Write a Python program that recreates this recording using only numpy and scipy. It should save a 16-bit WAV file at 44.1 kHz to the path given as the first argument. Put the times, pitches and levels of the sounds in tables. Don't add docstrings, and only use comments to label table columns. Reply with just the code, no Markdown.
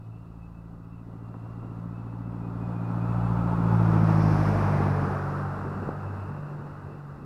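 import sys
import numpy as np
from scipy import signal
from scipy.fft import rfft, irfft, next_fast_len
from scipy.io import wavfile
from scipy.ndimage import map_coordinates

SR = 44100
rng = np.random.default_rng(int(sys.argv[2]) if len(sys.argv) > 2 else 0)


def wrap_up_sound(samples):
    columns = np.atleast_2d(samples).T
    tamed = np.clip(columns, -1, 1)
    steps = np.round(tamed * 32767).astype(np.int16)
    wavfile.write(sys.argv[1], SR, steps)


N = 319725
PASS_S, SPEED_M_PER_S, NEAREST_M = 4.403, 11.17, 5
TOP_HZ = 15680

# (f/Hz, relative level/dB)
STREET_SPECTRUM = [(10, -12.5), (30, -0.5), (52, -6.5), (90, 0), (200, -13.5), (400, -26), (1200, -23),
                   (2000, -50.5), (4000, -54.5), (15000, -54)]
SCUFF_SPECTRUM = [(100, -19), (300, -2), (1100, -8), (2000, -34), (4000, -63), (8000, -120)]
BODY_SPECTRUM = [(10, -14.5), (25, -7.5), (70, -4.5), (130, 5.5), (210, 4), (320, -1.5), (420, -3.5),
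                 (560, -13), (900, -50.5), (2000, -120)]
HISS_FAR_SPECTRUM = [(1710, -34.5), (2900, 3.5), (2980, -9), (3180, -8), (3840, -3), (5120, -6),
                     (6230, -12), (7370, -10.5), (14200, -19), (15500, -24)]
HISS_NEAR_SPECTRUM = [(1710, -28), (2900, -1), (3330, -0.5), (5460, -1.5), (6900, -10), (9020, -11.5),
                      (10100, -9.5), (15000, -21.5)]
ROAR_AHEAD_SPECTRUM = [(220, -25.5), (380, -0.5), (428, -13), (500, -2), (665, -3), (867, -1.5), (942, -2),
                       (1350, -5.5), (1810, -21), (2270, -27), (2560, -23.5), (3070, -39), (3400, -33.5),
                       (4420, -59), (7480, -120)]
ROAR_ABREAST_SPECTRUM = [(220, -25), (380, -6.5), (416, -2), (514, -4), (647, -1), (1160, -4), (1480, -9),
                         (2070, -19.5), (2510, -21.5), (3020, -33.5), (3400, -50.5), (4420, -66),
                         (7480, -120)]
ROAR_BEHIND_SPECTRUM = [(220, -11.5), (380, -3.5), (533, -5), (596, -3), (683, -7.5), (784, -3), (986, -6),
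                        (1250, -3.5), (1500, -8.5), (2270, -30), (2700, -29.5), (2990, -44.5),
                        (3400, -43.5), (4420, -71), (7480, -120)]
# (t/s, level/dB, f/Hz, scuff t60/s)
BOX_BUMPS = [(1.089, -39, 259, 0.13), (1.137, -34.5, 400, 0.12), (1.342, -29, 1100, 0.12),
             (1.464, -28.5, 877, .06), (1.62, -33, 210, 0.24)]
# (t/s, level/dB, f/Hz)
JOINT_STRIKES = [(3.146, -21, 850), (4.49, -23.5, 260), (4.559, -13.5, 240.3), (4.804, -13, 260),
                 (4.884, -20, 305), (5.03, -20, 200), (5.651, -18, 297), (5.8897, -13, 394)]
JOINT_T60_S = 0.021
# (t/s, relative level/dB, f/Hz, duration/s)
WHISTLE_CHIRPS = [(0.0094, -67, 2570, 0.072), (0.114, -64.5, 2650, 0.085), (0.173, -69, 2750, 0.085),
                  (0.397, -61, 2600, 0.089), (0.535, -63.5, 2620, 0.08), (0.905, -65, 2690, 0.068),
                  (1.937, -59.5, 2610, 0.085), (2.0594, -65, 2600, 0.09), (2.22, -63, 2630, 0.085),
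                  (2.3994, -60, 2490, 0.095), (2.599, -58, 2500, 0.085), (2.747, -57, 2470, 0.07),
                  (2.829, -56, 2470, 0.085), (2.9901, -57, 2500, 0.085), (3.0555, -55, 2600, 0.085),
                  (3.199, -57, 2610, 0.085)]
# (t/s, level/dB)
RING_LEVEL = [(2.2, -80), (5.7, -71.5), (6.2, -64), (6.5, -71.5)]
# (t/s, level/dB)
SURFACE_LEVEL = [(0, 2.5), (1.05, -2.5), (1.35, 0.5), (2.25, -3), (3.15, 0.6), (4.1, -1.06), (4.55, 0.1)]
# (forward offset/m, level abreast/dB, gain ahead/dB, gain behind/dB, loss/(dB/m))
RUMBLE_RADIATION = (-1.5, -31, 2.5, 1.4, 0.17)
ROAR_RADIATION = (0, -31, 5, 6.5, 0.3823)
HISS_RADIATION = (0.5, -64.5, 0.9, 2, 0.11)
FIZZ_RADIATION = (1.3, -59, -32, -7, .25)
BARK_RADIATION = (3, -23.5, 4, -4, 0.21)
FOURTH_ORDER_RADIATION = (0.5, -36, -11, 10, 0.55)
# (t/s, f/Hz)
FIRING_RATE = [(0.0, 55.72), (1.92, 57.27), (3.23, 57.52), (3.71, 56.3), (4.06, 54.13), (4.58, 50.49),
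               (4.76, 48.9), (5.13, 47.69), (5.88, 49.08), (6.9, 48.33), (7.01, 48.1), (7.25, 46.4)]
CYLINDER_STRENGTHS = [0.53, 1.09, -0.77, -1.4]
# (t/s, relative level/dB)
FIRST_ORDER_LEVEL = [(0.0, -65.5), (0.36, -47.5), (1.25, -55), (2.67, -44.5), (2.82, -54), (3.21, -37),
                     (4.62, -38), (4.85, -52), (6.95, -73), (7.25, -60)]
SECOND_ORDER_LEVEL = [(0.0, -47), (0.08, -39.5), (0.3, -48), (1.15, -45.5), (1.25, -41), (2.62, -35),
                      (3.25, -26), (3.57, -30), (3.76, -22), (4.99, -29), (5.35, -38), (5.43, -35),
                      (5.83, -39.5), (5.9, -46), (6.08, -33.5), (6.28, -37), (6.52, -55), (6.86, -44.5),
                      (7.05, -59), (7.25, -49)]
THIRD_ORDER_LEVEL = [(0.0, -50), (0.2, -48), (1.66, -46), (1.86, -38), (2.06, -48), (2.22, -40.5),
                     (4.18, -22), (4.62, -31), (4.91, -27.5), (5.21, -37.5), (5.25, -31), (5.51, -34.5),
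                     (5.61, -46), (5.69, -33), (5.75, -43.5), (5.96, -37), (6.26, -49), (6.3, -38.5),
                     (6.52, -36.5), (6.88, -46.5), (7.03, -40), (7.25, -48.5)]
# (f/Hz, gain/dB)
PIPE_AHEAD_RESPONSE = [(150, -48), (195, -23.5), (228, -15), (250, -21.5), (272, -9), (295, -20.5),
                       (335, -32), (385, -26), (440, -47.5), (800, -48)]
PIPE_ABREAST_RESPONSE = [(150, -36.5), (190, -13), (215, -10.5), (265, -33), (315, -10), (360, -28),
                         (420, -36.5), (800, -45)]


def amp(db):
    return 10 ** (np.asarray(db) / 20)


def unit(x):
    return x / np.sqrt(np.mean(x ** 2) + 1e-20)


def along(points, hz):
    knots_hz, values = np.transpose(points)
    return np.interp(np.log(hz + 1), np.log(knots_hz + 1), values)


def curve(points):
    return np.interp(np.arange(N) / SR, *np.transpose(points))


def ramp(start, end):
    return np.clip((np.arange(N) / SR - start) / max(end - start, 1e-3), 0, 1)


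def wobble(rate):
    return map_coordinates(rng.standard_normal(N // 8), [np.arange(N) * rate / SR], mode="mirror")


def filtered(x, response):
    size = next_fast_len(N + SR // 2)
    return irfft(rfft(x, size) * response(np.fft.rfftfreq(size, 1 / SR)), size)[:N]


def noise(spectrum):
    return unit(filtered(rng.standard_normal(N), lambda hz: amp(along(spectrum, hz))))


def narrow(centre_hz, width_hz):
    return unit(filtered(rng.standard_normal(N), lambda hz: 1 / (1 + ((hz - centre_hz) / width_hz) ** 2)))


def blend(a, b, share):
    return np.sqrt(1 - share) * a + np.sqrt(share) * b


def passing(offset_m, abreast_db, ahead_db, behind_db, loss_db_per_m):
    past_m = SPEED_M_PER_S * (np.arange(N) / SR - PASS_S) + offset_m
    distance_m = np.hypot(past_m, NEAREST_M)
    facing_db = np.where(past_m < 0, ahead_db, behind_db) * (past_m / distance_m) ** 2
    loss_db = loss_db_per_m * (distance_m - NEAREST_M)
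    return amp(abreast_db + facing_db - loss_db) * NEAREST_M / distance_m


def street():
    return amp(-52.5) * noise(STREET_SPECTRUM)


def whistle(firings):
    t = np.arange(N) / SR
    held_hz, glide_hz_per_s = 2740, 300
    waver = 2 * np.pi * np.cumsum(8 * wobble(130)) / SR
    crank = np.sin(np.pi * firings)
    held = ramp(1.19, 1.245) * (1 - ramp(1.715, 1.77))
    notes = amp(-74.5 + 3.5 * crank) * held * np.sin(2 * np.pi * held_hz * t + 2 * waver)
    for start_s, db, hz, length_s in WHISTLE_CHIRPS:
        age = np.arange(int(length_s * SR)) / SR
        span = round(start_s * SR) + np.arange(len(age))
        swell = amp(db - 5.5) * signal.windows.tukey(len(age))
        pitch_hz = hz + glide_hz_per_s * (age - length_s / 2)
        notes[span] += swell * np.sin(2 * np.pi * np.cumsum(pitch_hz) / SR + waver[span])
    flutter = amp(1.5 * crank + 1.1 * wobble(14))
    ring = amp(curve(RING_LEVEL) + 3.5 * wobble(14)) * narrow(2637, 110)
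    whine = amp(-80.5 + 3.9 * ramp(0.8, 2.1) + 2.1 * wobble(6.3)) * narrow(1965, 35)
    return notes * flutter + ring + whine


def knocks(blows):
    out, t = np.zeros(N + SR), np.arange(SR // 4) / SR
    scuff_noise = noise(SCUFF_SPECTRUM)
    attack = 1 - np.exp(-t / 0.0011)
    for start_s, db, hz, t60 in blows:
        span = round(start_s * SR) + np.arange(len(t))
        swing = -np.sin(2 * np.pi * hz * t) * np.exp(-2 * hz * t)
        scuff = 0.23 * scuff_noise[span] * attack * amp(-60 * t / t60)
        out[span] += amp(db) * (swing + scuff)
    return filtered(out[:N], lambda hz: 1 / (1 + (hz / 1700) ** 4))


def rumble():
    return passing(*RUMBLE_RADIATION) * amp(2.24 * wobble(9)) * noise(BODY_SPECTRUM)


def tyres():
    arrived, gone = ramp(3.74, 4.3), ramp(4.72, 5.31)
    near = ramp(3.5, 4.1) * (1 - ramp(5, 5.7))
    grooves = amp(-12) * narrow(1310, 95)
    tread_hum = amp(-7.5) * narrow(875, 22) * ramp(3.18, 3.5) * (1 - ramp(3.58, 4.2))
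    ahead = noise(ROAR_AHEAD_SPECTRUM) + grooves + tread_hum
    roar = blend(ahead, amp(-0.5) * noise(ROAR_ABREAST_SPECTRUM), arrived)
    roar = blend(roar, noise(ROAR_BEHIND_SPECTRUM), gone)
    hiss = blend(amp(7) * noise(HISS_FAR_SPECTRUM), amp(8) * noise(HISS_NEAR_SPECTRUM), near)
    fizz = passing(*FIZZ_RADIATION) * narrow(5170, 700)
    grain_db = 0.49 * wobble(18)
    tread = passing(*ROAR_RADIATION) * roar + passing(*HISS_RADIATION) * hiss
    return amp(curve(SURFACE_LEVEL) + grain_db) * tread + fizz


def exhaust(firings):
    behind = ramp(3.4, 5.05)
    puff_sizes = np.resize(CYLINDER_STRENGTHS, N // 64) + 0.066 * rng.standard_normal(N // 64)
    strength = map_coordinates(puff_sizes, [firings], mode="mirror") * (1 - 0.5 * behind)
    phase = 2 * np.pi * firings
    gains = [amp(curve(level)) for level in (FIRST_ORDER_LEVEL, SECOND_ORDER_LEVEL, THIRD_ORDER_LEVEL)]
    gains.append(passing(*FOURTH_ORDER_RADIATION))
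    drone = np.zeros(N)
    for order, gain in enumerate(gains, 1):
        shift = 1.09 * behind * (order - 2.5) ** 2 + (0.16 + 0.41 * behind) * wobble(1.538)
        drone += gain * np.sin(order * phase + shift)
    overtones = sum(np.sin(order * phase) for order in range(3, 13))
    overtones *= amp(8.66 * strength + 0.59 * wobble(3.4))
    ahead = filtered(overtones, lambda hz: amp(along(PIPE_AHEAD_RESPONSE, hz)))
    abreast = filtered(overtones, lambda hz: amp(along(PIPE_ABREAST_RESPONSE, hz)))
    bark = ahead + (abreast - ahead) * ramp(3.54, 3.85)
    return amp(3 + 0.58 * strength) * drone + passing(*BARK_RADIATION) * bark


def scene():
    firings = np.cumsum(curve(FIRING_RATE)) / SR
    joints = [(*strike, JOINT_T60_S) for strike in JOINT_STRIKES]
    blows = knocks(list(BOX_BUMPS) + joints)
    car = exhaust(firings) + tyres() + rumble() + whistle(firings)
    return (street() + blows + car)[None]


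def record(dry):
    return filtered(dry[0], lambda hz: hz < TOP_HZ)[None]


dry = scene()
out = record(dry)
wrap_up_sound(out)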